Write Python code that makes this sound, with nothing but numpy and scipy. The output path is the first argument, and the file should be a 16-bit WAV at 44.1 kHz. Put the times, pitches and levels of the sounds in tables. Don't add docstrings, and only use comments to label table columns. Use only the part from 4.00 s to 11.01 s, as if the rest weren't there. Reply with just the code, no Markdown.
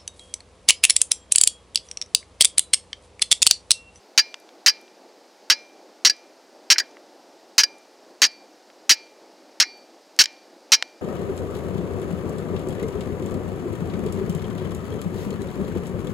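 import sys
import numpy as np
from scipy import signal
from scipy.fft import rfft, irfft
from scipy.io import wavfile
from scipy.ndimage import uniform_filter1d, minimum_filter1d

SR = 44100
rng = np.random.default_rng(int(sys.argv[2]) if len(sys.argv) > 2 else 0)


def store_wav(level_fs):
    pcm = np.round(np.clip(np.atleast_2d(level_fs), -1, 1) * 32767)
    wavfile.write(sys.argv[1], SR, pcm.T.astype(np.int16))


N = 309141
T = np.arange(int(0.9 * SR)) / SR

# start in seconds, relative level in dB, contact length in
# seconds, clink in dB, extra for the upper clink modes in dB, place along the blade from -1 to 1.
BLOWS = [(.1767, -0.5, 0.021, 3, -10, -.6), (0.6616, 0.5, .026, 1.5, -6.5, -0.16),
         (1.4999, -0.5, 0.025, -0.5, -8, -.5), (2.049, 0, 0.026, -4.5, 5, -0.65),
         (2.7015, 2.5, 0.024, -0.5, -2.5, -.5), (3.5809, 0, 0.028, -3.5, -1, -0.64),
         (4.2184, -3, 0.032, -4.5, -2.5, 0.35), (4.8942, 2.5, 0.029, -1, -5.5, -0),
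         (5.6006, -1, .024, -6, 4, 0.57), (6.1898, 4.5, 0.027, -14, -8.5, 0.16),
         (6.7195, 1.5, 0.026, -2, -1.5, -.05)]
# start in seconds, relative level in dB,
# clink in dB relative to the touch.
TOUCHES = [(0.6951, -12, 1), (2.0971, -11, 7.5), (2.7827, -4.5, -8), (2.798, -15.5, 5), (3.634, -8.5, 5.5),
           (4.2502, -13, -6), (4.2602, -18.5, 0), (6.238, -20.5, -1)]
# nominal frequency in Hz, relative level in dB,
# time to decay by 60 dB in seconds.
FLINT_MODES = [(1700, -14, .06), (3050, -20, .04), (4040, -20, .045), (4805, 0, .052), (5600, 0, .05),
               (6360, -9, .04)]
# frequency in Hz, relative level in dB.
RASP_COLOUR = [(300, -27), (650, -28), (1200, -15.5), (1700, -7.5), (2100, -7), (3150, -4.5), (3420, -11),
               (4000, -3), (4650, -0.5), (5050, -3.5), (5650, -1.5), (6600, -6), (7800, -16),
               (15500, -29.5)]


def undb(db):
    return 10 ** (np.asarray(db) / 20)


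def unit(x):
    return x / np.sqrt(np.mean(x ** 2))


def decay(seconds, t60_s):
    return np.exp(-np.log(1000) * seconds / t60_s)


def add(track, start_s, sound):
    i = int(start_s * SR)
    track[i:i + len(sound)] += sound[:N - i]


def colour(x, points, tilt_db=0):
    size = 4096
    octave = np.log2(np.maximum(np.fft.rfftfreq(size, 1 / SR), 1))
    hz, db = np.transpose(points)
    level_db = np.interp(octave, np.log2(hz), db) + tilt_db * np.maximum(octave, 10)
    cepstrum = irfft(np.log(undb(level_db)))
    cepstrum[1:size // 2] *= 2
    cepstrum[size // 2 + 1:] = 0
    response = irfft(np.exp(rfft(cepstrum)))
    return signal.fftconvolve(x, response / np.linalg.norm(response))[:len(x)]


def walk(steps_per_s):
    k = int(SR / steps_per_s)
    steps = np.repeat(rng.standard_normal(N // k + 1), k)
    smooth = uniform_filter1d(uniform_filter1d(steps, k), k)
    return unit(smooth[:N])


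def ring(modes, detune):
    out = np.zeros(len(T))
    for hz, db, t60_s in modes:
        shift, phase = rng.uniform(-1.012, 1, 2)
        cycles = hz * (1 + detune * shift) * T + phase
        out += undb(db) * decay(T, t60_s) * np.sin(2 * np.pi * cycles)
    return out


def blows(rasp_db=-5, bite_db=0, clink_db=-2, blade_db=-32.5, touch_blade_db=-42):
    slip_s = 0.0065
    tilt_db, tilt_per_db = -1.28, 0.41
    out = np.zeros(N)
    for start, db, length, stone_db, upper_db, place in BLOWS:
        scrape = rasp(length, -10, tilt_db + tilt_per_db * db, release_t60_s=0.045)
        add(out, start, undb(bite_db + db) * bite())
        add(out, start, undb(rasp_db + db) * scrape)
        add(out, start + length - slip_s, undb(clink_db + stone_db) * clink(upper_db, build_s=0.0052))
        add(out, start, undb(blade_db) * blade(place) * damping(start))
    for start, db, stone_db in TOUCHES:
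        scrape = rasp(0.0021, 0, 0, release_t60_s=0.031)
        stone = clink(upper_db=-12.5, build_s=0.002)
        add(out, start, undb(rasp_db + db) * scrape)
        add(out, start, undb(clink_db + db + stone_db) * stone)
        add(out, start, undb(touch_blade_db + db) * blade(0))
    return out


def bite(t60_s=0.033, tilt_db=1):
    return colour(rng.standard_normal(len(T)) * decay(T, t60_s), RASP_COLOUR, tilt_db)


def rasp(length_s, pressure_fade_db, tilt_db, release_t60_s, grains_per_s=9000, chatter_hz=380, body_db=-5):
    grains = (rng.random(len(T)) < grains_per_s / SR) * rng.standard_normal(len(T))
    slip_levels = rng.standard_normal(len(T))
    slips = undb(2.6 * np.interp(T * chatter_hz, np.arange(len(T)), slip_levels))
    pressure = undb(pressure_fade_db * np.minimum(T / length_s, 1))
    release = decay(np.maximum(T - length_s, 0), release_t60_s)
    force = unit(grains * slips) * pressure * release
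    body = ring([(hz, db, 0.02) for hz, db, _ in FLINT_MODES], detune=0.012)
    stone = signal.fftconvolve(force, body / np.linalg.norm(body))[:len(T)]
    return colour(force, RASP_COLOUR, tilt_db) + undb(body_db) * stone


def clink(upper_db, build_s):
    modes = [(hz, db + upper_db * (hz > 5200), t60_s) for hz, db, t60_s in FLINT_MODES]
    return ring(modes, detune=0.005) * (1 - np.exp(-(T / build_s) ** 2))


def blade(place):
    # nominal frequency in Hz, relative level in dB at place 0,
    # time to decay by 60 dB in seconds, change in dB per unit of place along the blade.
    blade_modes = [(893, -14, .4, 0), (1932, -12, .3, 4), (2158, -6, .28, 0), (2380, -1.5, .48, 0),
                   (3480, -11, .22, 3), (3994, -7, .26, 2), (4118, 0, .25, -1), (4231, -8, .26, 1),
                   (4340, -13, .26, 0), (4558, -8, .42, 13), (4562, -14, .6, 11), (4843, -9, .25, 0),
                   (5095, 0, .26, -3), (5663, -16, .3, 0), (5740, -16, .3, 0), (6017, -19, .7, -1)]
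    modes = [(hz, db + place * change_db, t60_s) for hz, db, t60_s, change_db in blade_modes]
    return ring(modes, detune=0.0003)


def damping(start, share=0.63):
    gain = np.ones(len(T))
    for touch, db, _ in TOUCHES:
        if touch > start:
            gain[T > touch - start] *= 1 - share * undb(db)
    return gain


def clicks_and_knocks(octave_t60_s=0.024):
    # start in seconds, relative level in dB,
    # centre in Hz, width in octaves.
    bursts = [(.3425, -22.5, 2300, 2.4), (.4904, -40, 2280, 2), (.8795, -42.5, 2200, 1.8),
              (2.759, -23.5, 1850, 0.65), (2.798, -23, 1720, 0.29), (2.9694, -39.5, 1670, 1.8),
              (4.7007, -41.5, 2120, 1.8), (5.633, -22.5, 1840, .6), (6.164, -40.5, 4160, 2.2),
              (6.2573, -17, 3080, 2.02), (6.8249, -9.5, 1920, 2.77)]
    out = np.zeros(N)
    for start, db, hz, octaves in bursts:
        spread = 2 ** (octaves / 2)
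        add(out, start, undb(db) * click(hz / spread, hz * spread, octave_t60_s / octaves))
    return out


def click(low_hz, high_hz, t60_s, order=3):
    edges = signal.butter(order, [low_hz, high_hz], "band", fs=SR, output="sos")
    burst = rng.standard_normal(len(T)) * decay(T, t60_s)
    return signal.sosfilt(edges, burst) * np.sqrt(SR / 2 / (high_hz - low_hz))


def chips(flake_db=-55, size_db=8, count=2):
    out = np.zeros(N)
    for start, *_ in BLOWS:
        for flight, size, pitch in rng.random((count, 3)):
            low_hz = 1800 * 4 ** pitch
            landing = start + 0.08 + 0.2 * flight
            add(out, landing, undb(flake_db + size_db * size) * click(low_hz, 2 * low_hz, t60_s=0.012))
    return out


def bank(near, tail_db=-42):
    b, a = signal.iirpeak(1900, 0.5, SR)
    noise = signal.lfilter(b, a, signal.lfilter(b, a, rng.standard_normal(len(T))))
    tail = noise * decay(T, 0.45) * (1 - np.exp(-T / 0.015))
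    return undb(tail_db) * signal.fftconvolve(near, tail / np.linalg.norm(tail))[:N]


def river(level_db=-51.5, swell_db=0.5, flicker_db=1.6, babble_db=-9, count=700):
    # frequency in Hz, relative level in dB.
    water_colour = [(76, -69), (130, -39.5), (191, -12.5), (328, -0.5), (444, -4), (511, -1), (664, -2.5),
                    (863, -5), (1030, -12), (2560, -19), (3390, -20.5), (4880, -15.5), (9670, -31),
                    (15100, -38), (16000, -45)]
    swell = undb(swell_db * walk(5))
    rush = colour(rng.standard_normal(N), water_colour)
    low = signal.sosfiltfilt(signal.butter(2, 1100, fs=SR, output="sos"), rush)
    bubbles = np.zeros(N)
    t = T[:SR // 10]
    for when, pitch, size in rng.random((count, 3)):
        cycles = 290 * 3 ** pitch * t
        tone = np.sin(2 * np.pi * cycles * (1 + 0.0095 * cycles))
        add(bubbles, when * N / SR, undb(9 * size) * np.exp(-cycles / 5) * tone)
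    water = low * undb(flicker_db * walk(17)) + undb(babble_db) * unit(bubbles)
    return undb(level_db) * unit(water * swell + rush - low)


def scene():
    near = blows() + clicks_and_knocks() + chips()
    return np.tile(near + bank(near) + river(), (2, 1))


def limiter(x, ceiling, hold_s=0.00085):
    size = int(hold_s * SR)
    gain = ceiling / np.maximum(np.abs(x).max(axis=0), ceiling)
    return x * uniform_filter1d(minimum_filter1d(gain, size), size)


def record(dry, wind_cut_hz=160, top_hz=15800):
    thin = signal.sosfilt(signal.butter(4, wind_cut_hz, "high", fs=SR, output="sos"), dry)
    held = limiter(thin, ceiling=0.85)
    rounded = held / (1 + (held / 0.69) ** 8) ** (1 / 8)
    return signal.sosfilt(signal.ellip(8, 0.2, 70, top_hz, fs=SR, output="sos"), rounded)


dry = scene()
out = record(dry)
store_wav(out)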